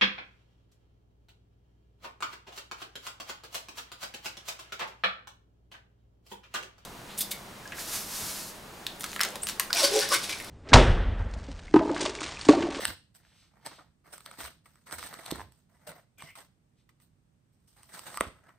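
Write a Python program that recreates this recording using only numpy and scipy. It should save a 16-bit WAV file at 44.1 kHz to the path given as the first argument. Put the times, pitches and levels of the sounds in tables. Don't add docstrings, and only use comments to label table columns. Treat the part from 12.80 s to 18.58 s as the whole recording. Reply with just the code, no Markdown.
import sys
import numpy as np
from scipy import signal
from scipy.fft import rfft, irfft, next_fast_len
from scipy.io import wavfile
from scipy.ndimage import uniform_filter1d

SR = 44100
rng = np.random.default_rng(int(sys.argv[2]) if len(sys.argv) > 2 else 0)


def put_to_file(sound):
    columns = np.atleast_2d(sound).T
    safe = np.clip(columns, -1, 1)
    whole_steps = np.round(safe * 32767)
    wavfile.write(sys.argv[1], SR, whole_steps.astype(np.int16))


N = 254898
TIME = np.arange(N) / SR
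SIZE = next_fast_len(N + SR)
FREQ = np.maximum(np.fft.rfftfreq(SIZE, 1 / SR), 1)

# start t/s, length t/s, final rubbing level/dB,
# final crinkle level/dB
LIFTS = [(0.707, .14, -65.5, -77), (1.258, 0.38, -56, -54), (2.291, 0.23, -47, -49),
         (2.889, .19, -67.5, -72.5), (4.958, .41, -51, -50)]
# start t/s, hold t/s, rubbing level/dB, crinkle level/dB
FLEXES = [(0, 0.071, -39.5, -45), (0.063, .01, -39, -36.5), (0.342, 0.024, -68.5, -61),
          (0.396, 0.35, -70.5, -77.5), (0.846, 0.028, -46, -49.5), (.89, 0.13, -53, -69.5),
          (1.24, 0.085, -63, -70), (1.32, 0.02, -54, -50), (1.467, 0.038, -51.5, -80),
          (1.581, 0.089, -43, -42.5), (1.839, 0.28, -72, -69), (2.057, 0.039, -52, -56.5),
          (2.113, 0.03, -43, -44.5), (2.178, 0.093, -45.5, -43), (2.326, 0.014, -47, -58),
          (2.524, 0.083, -46, -51), (2.715, 0.12, -80, -72.5), (3.066, 0.017, -47.5, -47),
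          (3.104, 0.097, -58.5, -64), (3.379, .125, -60.5, -55.5), (3.552, 0.053, -54, -52.5),
          (4.203, .025, -76.5, -66.5), (4.72, 0.137, -89.5, -80), (4.871, 0.1, -81, -68.5),
          (5.127, 0.072, -53, -51.5), (5.261, 0.011, -48, -48), (5.403, 0.034, -41.5, -51.5),
          (5.457, 0.3, -64.5, -74), (5.66, 0.043, -63, -75)]
LIFT_GROWTH_DB_PER_S = 41.5
ATTACK_S, SAG_DB_PER_S, RELEASE_DB_PER_S = 0.0082, 32, 328
# t/s, f/Hz
BEND = [(.05, 1710), (.45, 1625), (.87, 886), (1.6, 1426), (2.3, 1245), (2.6, 990), (3.1, 632),
        (3.57, 1244), (5.4, 1197)]
# f/Hz, level/dB
RUB_COLOUR = [(100, -10), (180, -2), (400, -7), (650, 0), (1000, -6.5), (1500, -4), (2100, -6),
              (2600, -17.5), (5000, -31.5)]
# f/Hz, level/dB
CRINKLE_COLOUR = [(1000, -22.5), (2000, -5), (2700, 0), (3500, -0.5), (4700, 1), (6300, -1), (7600, -3.5),
                  (9000, 5), (10500, -15.5), (12000, 0), (15500, -2)]

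# t/s, card level/dB, crack level/dB
SNAPS = [(0.0533, -24.5, -24.5), (0.0808, -39, -39), (0.3503, -64, -60), (0.4507, -62.5, -79),
         (.8634, -42.5, -36.5), (.87, -41.5, -42), (1.381, -51.5, -48.5), (1.4065, -54.5, -53),
         (1.462, -46, -41.5), (1.5137, -46, -50.5), (1.6055, -40.5, -41.5), (1.9571, -62, -64.5),
         (2.1116, -44.5, -47), (2.1254, -50, -38), (2.2283, -39, -43), (2.3283, -46, -59),
         (2.341, -44, -42.5), (2.4625, -47, -38.5), (2.5088, -39.5, -40), (2.5133, -42, -31.5),
         (2.5579, -45, -50), (2.7222, -70, -60.5), (3.0744, -51, -52.5), (3.118, -50, -54),
         (3.4232, -42, -48), (5.0325, -61.5, -52.5), (5.1932, -48, -42.5), (5.344, -43.5, -48.5),
         (5.3737, -32.5, -35.5), (5.409, -20.5, -29.5), (5.693, -56.5, -67)]
# f/Hz, level/dB
CRACK_COLOUR = [(900, -21.5), (2000, -5), (4300, 8), (6500, -2), (9000, 6), (14000, -3.5), (16000, -5)]
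PATTER_S, PATTER_GAP_S, PATTER_CARD_DB, PATTER_CRACK_DB = 2.596, 0.0097, -41, -67.5
TICKS_PER_S, TICK_CARD_DB, TICK_CRACK_DB, TICK_SCATTER_DB = 22, -1, -3, 1

# t/s, pitch f/Hz, 60 dB fade t/s, peak level/dB
THUDS = [(.085, 245, 0.07, -41.5), (0.872, 564, 0.037, -44.5), (2.523, 320, 0.014, -20.5),
         (2.529, 196, 0.058, -38), (3.075, 603, 0.076, -39), (3.088, 169, .08, -46),
         (3.42, 947, 0.024, -45), (3.437, 150, 0.07, -44.5), (5.381, 1196, 0.038, -31),
         (5.4097, 607, 0.0077, -15.5), (5.412, 216, 0.033, -31)]
# crest t/s, crest to 1/e t/s, crest level/dB
GLIDES = [(.025, .035, -41.5), (0.477, 0.059, -70.5), (0.608, 0.075, -65), (.93, 0.079, -59.5),
          (2.24, 0.056, -55.5), (4.0, 0.033, -77)]
# t/s, level/dB
TOUCHES = [(1.857, -55), (2.07, -50.5), (3.554, -48), (4.091, -59.5), (4.2, -65)]
# t/s, slip rate f/Hz, level/dB
SQUEAK = [(3.375, 2305, -71.5), (3.40, 2170, -52), (3.45, 2190, -62), (3.505, 2044, -53), (3.52, 2120, -61),
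          (3.55, 2140, -77)]
# crest t/s, crest to 1/e t/s, crest level/dB
PUFFS = [(.098, 0.037, -47), (1.655, 0.028, -54), (2.18, 0.038, -53.5), (2.543, 0.05, -58.5),
         (2.61, 0.071, -52.5), (5.476, 0.013, -42)]

# f/Hz, level/dB
ROOM_COLOUR = [(60, -1), (200, -3), (1500, -3.5), (4000, 4.5), (15000, -11)]
# f/Hz, 60 dB fade t/s
ROOM_DECAY = [(100, 0.35), (1200, 0.29), (4500, 0.34), (14000, 0.28)]
# f/Hz, level/dB
HUSH_COLOUR = [(45, -1.5), (140, 1.5), (250, -7.5), (450, -17.5), (1000, -24.5), (4600, -33.5), (7000, -34),
               (15500, -44)]
HUSH_DB = -67

# f/Hz, level/dB
RIGHT_PORT = [(60, 4.5), (300, 4), (600, 3), (900, 1), (7800, -1.5), (8080, 13.5), (9000, -1)]
# f/Hz, phase/turns
LEFT_TRAIL = [(3400, 0), (5300, -.35), (6200, 0), (7200, .6), (8100, 1.02), (10600, 1.5), (12800, 2),
              (15500, 2.5)]
TOP_HZ = 15400


def effort(start_s, length_s, slope_db_per_s):
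    t = np.maximum(TIME - start_s, 0)
    hold_db = slope_db_per_s * np.minimum(t, length_s)
    release_db = RELEASE_DB_PER_S * np.clip(t - length_s, 0, .5)
    return np.minimum(t / ATTACK_S, 1) * undb(hold_db - release_db)


def handling():
    power = 1e-12
    for start_s, length_s, *final_db in LIFTS:
        start_db = np.array(final_db) - LIFT_GROWTH_DB_PER_S * length_s
        power = power + np.outer(undb(start_db), effort(start_s, length_s, LIFT_GROWTH_DB_PER_S)) ** 2
    for start_s, hold_s, *start_db in FLEXES:
        power = power + np.outer(undb(start_db), effort(start_s, hold_s, -SAG_DB_PER_S)) ** 2
    return np.sqrt(power)


def rustle(rubbing, crinkle):
    load = catches(rate=150, fade_s=0.0076, depth_db=8.0)
    rub_slips = slips(rate=2500, scatter_db=0.5, width=.45)
    rub = sheet(rub_slips, RUB_COLOUR, load, np.geomspace(420, 2800, len(load)),
                steady=0.054, drift_db=3.5, hollow_db=3)
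    film_slips = slips(rate=7000, scatter_db=2, width=0.93)
    film = sheet(film_slips, CRINKLE_COLOUR, load, np.geomspace(1800, 14000, len(load)),
                 steady=0.73, drift_db=6.0, hollow_db=0.5)
    return rub * rubbing + film * crinkle


def slips(rate, scatter_db, width):
    sizes = undb(scatter_db * np.minimum(rng.exponential(size=N), 4))
    struck = rng.random(N) < rate / SR
    train = unit(struck * sizes * rng.choice([-1, 1], N))
    return spread(train, train * rng.standard_normal(N), width)


def catches(rate, fade_s, depth_db, count=12):
    at = np.flatnonzero(rng.random(N) < rate / SR)
    chance = rng.standard_normal((len(at), count + 1))
    kick_db = depth_db * (chance[:, :1] + chance[:, 1:])
    kicks = np.zeros((count, N))
    kicks[:, at] = undb(np.clip(kick_db, -20, 10)).T ** 2
    load = signal.lfilter([1], [1, -np.exp(-1 / (fade_s * SR))], kicks)
    return load / load.mean(axis=1, keepdims=True)


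def sheet(train, colour, load, centres_hz, steady, drift_db, hollow_db):
    spectrum = rfft(train, SIZE) * undb(read(colour))
    place = np.interp(np.log(FREQ), np.log(centres_hz), np.arange(len(centres_hz)))
    hollow_hz, = curves(BEND)
    out = 0
    for k, hz in enumerate(centres_hz):
        overlap = np.maximum(1 - np.abs(place - k), 0)
        band = irfft(spectrum * overlap, SIZE)[:, :N]
        hollow = np.exp(-(2 * np.log2(hz / hollow_hz)) ** 2)
        swell_db = drift_db * walk(35) + hollow_db * hollow
        out = out + band * np.sqrt(abs(steady) + load[k]) * undb(swell_db)
    return unit(out)


def releases(rubbing, crinkle, detune_octaves=.3, count=3):
    hollow_hz, = curves(BEND)
    patter = [(PATTER_S + k * PATTER_GAP_S, PATTER_CARD_DB, PATTER_CRACK_DB) for k in range(count)]
    rows = [(s, hollow_hz[int(s * SR)], card_db, crack_db) for s, card_db, crack_db in SNAPS + patter]
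    draw = rng.random(N)
    detune, size = rng.standard_normal((2, N))
    for i in np.flatnonzero(draw < TICKS_PER_S / SR):
        motion_db = 20 * np.log10([rubbing[i], crinkle[i]])
        card_db, crack_db = motion_db + TICK_SCATTER_DB * size[i]
        hz = hollow_hz[i] * 2 ** (detune_octaves * detune[i])
        rows.append((i / SR, hz, card_db + TICK_CARD_DB, crack_db + TICK_CRACK_DB))
    return rows


def snaps(rows, card_q=3.2, ring_q=14, ring_db=-4, overtone=1.62, overtone_db=-3, bend_s=0.00057,
          crack_s=.0006, creak_s=0.0068, creak_db=-18, scatter=2.4, width=0.21, size=2048):
    lead_s, span_s = .008, .004
    out = np.zeros((2, N))
    t = np.arange(size) / SR - lead_s
    freq = np.maximum(np.fft.rfftfreq(size, 1 / SR), 1)
    delay_turns = freq * (lead_s - bend_s) + 2 * bend_s * np.sqrt(freq * 1e3)
    travel = np.exp(-2j * np.pi * delay_turns)
    creak = undb(creak_db) * np.exp(-np.abs(t) / creak_s)
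    shape = np.where(t < 0, creak, np.exp(-np.abs(t) / crack_s))
    tick = unit(signal.unit_impulse(size, int(lead_s * SR) + 1))
    for s, hz, card_db, crack_db in rows:
        modes = resonance(hz, card_q, freq)
        modes = modes + undb(overtone_db) * resonance(overtone * hz, 2 * card_q, freq)
        modes = modes + undb(ring_db) * resonance(hz, ring_q, freq)
        card = irfft(modes / (1 + 1j * freq / (2 * hz)) ** 2 * travel)
        noise = spread(*rng.standard_normal((2, size)) * shape, width)
        burst = scatter * unit(noise) + tick
        crack = irfft(rfft(burst) * undb(read(CRACK_COLOUR, freq)))
        snap = unit(card) * undb(card_db) + unit(crack) * undb(crack_db)
        add(out, s - lead_s, snap * np.sqrt(span_s * SR / size))
    return out


def thuds(rise_s, sag):
    out = np.zeros(N)
    t = np.arange(SR // 4) / SR
    for s, hz, t60, db in THUDS:
        fade = undb(-60 * t / t60)
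        phase = np.cumsum(hz * (1 + sag * (fade - .5))) / SR
        ring = np.sin(2 * np.pi * phase) * fade * (1 - np.exp(-t / rise_s))
        add(out, s, ring / np.abs(ring).max() * undb(db))
    return out


def glides(centre_hz=3500, q=.8):
    hiss = spread(*rng.standard_normal((2, N)), 0.17)
    return unit(filtered(hiss, resonance(centre_hz, q) ** 2)) * swells(GLIDES)


def touches(card_hz=1170, upper_hz=2020, q=7, fade_s=0.0092, film_db=-4):
    press = sum(undb(db) * (TIME >= s) * np.exp(-np.abs(TIME - s) / fade_s) for s, db in TOUCHES)
    grit = spread(*rng.standard_normal((2, N)), 0.63)
    card = unit(filtered(grit, resonance(card_hz, q) + resonance(upper_hz, q) / 2))
    film = unit(filtered(grit, undb(read(CRINKLE_COLOUR))))
    return (card + undb(film_db) * film) * press


def squeak(jitter=0.16, wander=.09, upper_ratio=1.42, upper_db=-6):
    hz, db = curves(SQUEAK)

    def band(ratio):
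        uneven = 1 + jitter * walk(900) + wander * walk(70)
        return np.sin(2 * np.pi * np.cumsum(hz * ratio * uneven) / SR)

    tones = band(1) + undb(upper_db) * band(upper_ratio)
    touching = (TIME > SQUEAK[0][0]) & (TIME < SQUEAK[-1][0])
    return unit(tones * undb(3.85 * walk(250))) * undb(db) * touching


def puffs(centre_hz=77, q=5.0):
    wobble = filtered(rng.standard_normal(N), resonance(centre_hz, q))
    even_wobble = np.cos(np.angle(signal.hilbert(wobble)))
    return swells(PUFFS) * unit(even_wobble)


def nearby(x, echo_db=-11, reach_s=0.0065, count=6):
    out = np.zeros((2, N))
    for delay_s in np.linspace(.15, 1, count) * reach_s:
        moving_delay = delay_s * (1 + 0.11 * walk(1.6))
        echo = np.interp(TIME - moving_delay, TIME, x.mean(axis=0), left=0)
        out += spread(echo, echo * rng.standard_normal(), 1.0)
    dulled = filtered(out, 1 / (1 + 1j * FREQ / 6000))
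    return dulled * undb(echo_db) / np.sqrt(count)


def room(x, wet_db, build_s=0.0077, shared_hz=2200):
    t = np.arange(SR * 2 // 3) / SR
    freq = np.maximum(np.fft.rfftfreq(len(t), 1 / SR), 1)
    noise = rfft(rng.standard_normal((2, len(t))))
    noise = spread(*noise, np.clip(freq / shared_hz, .4, 1)) * undb(read(ROOM_COLOUR, freq))
    tail = 0
    for hz, t60 in ROOM_DECAY:
        share = read([(f, f == hz) for f, _ in ROOM_DECAY], freq)
        tail = tail + irfft(noise * share, len(t)) * np.exp(-np.log(1000) * t / t60)
    build = 1 - np.exp(-(t / build_s) ** 2)
    scale = np.sqrt(2 * np.log(1000) / (ROOM_DECAY[1][1] * SR))
    return undb(wet_db) * filtered(x.mean(axis=0), rfft(tail * build * scale, SIZE))


def hush():
    air = spread(*rfft(rng.standard_normal((2, SIZE))), np.clip(FREQ / 600, .25, 1))
    coloured = irfft(air * undb(read(HUSH_COLOUR)), SIZE)[:, :N]
    return unit(coloured) * undb(HUSH_DB + 0.43 * walk(5))


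def undb(db):
    return 10 ** (np.asarray(db) / 20)


def unit(x):
    return x / np.sqrt(np.mean(x ** 2))


def read(points, freq=FREQ):
    hz, value = np.transpose(points)
    return np.interp(np.log(freq), np.log(hz), value)


def curves(table):
    s, *columns = np.transpose(table)
    return [np.interp(TIME, s, column) for column in columns]


def swells(table):
    return sum(undb(db) * np.exp(-((TIME - s) / half) ** 2) for s, half, db in table)


def filtered(x, response):
    return irfft(rfft(x, SIZE) * response, SIZE)[..., :N]


def resonance(hz, q, freq=FREQ):
    return 1 / (1 + 1j * q * (freq / hz - hz / freq))


def walk(rate):
    k = max(int(SR / rate), 1)
    steps = np.repeat(rng.standard_normal(N // k + 1), k)
    return 0.5 * uniform_filter1d(steps, k)[:N]


def add(track, s, sound):
    i = max(int(s * SR), 0)
    track[..., i:i + sound.shape[-1]] += sound[..., :N - i]


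def spread(mid, side, width):
    return (mid + width * side * np.array([[1], [-1]])) / np.sqrt(1 + width ** 2)


def scene():
    rubbing, crinkle = handling()
    binder = rustle(rubbing, crinkle) + snaps(releases(rubbing, crinkle))
    binder = binder + thuds(rise_s=0.00026, sag=0.13) + glides() + touches() + squeak() + puffs()
    return binder + nearby(binder) + room(binder, wet_db=-8.0) + hush()


def record(dry):
    tilt = undb(read(RIGHT_PORT))
    trail = np.exp(-2j * np.pi * np.interp(FREQ, *np.transpose(LEFT_TRAIL)))
    balance = np.where(FREQ < 1000, np.sqrt(2 / (1 + tilt ** 2)), 1)
    low_cut = 1 / np.sqrt(1 + (42 / FREQ) ** 10)
    ports = filtered(dry, np.array([balance * trail, balance * tilt]) * low_cut)
    top_cut = signal.ellip(8, .2, 70, TOP_HZ, fs=SR, output="sos")
    return signal.sosfilt(top_cut, ports)


dry = scene()
out = record(dry)
put_to_file(out)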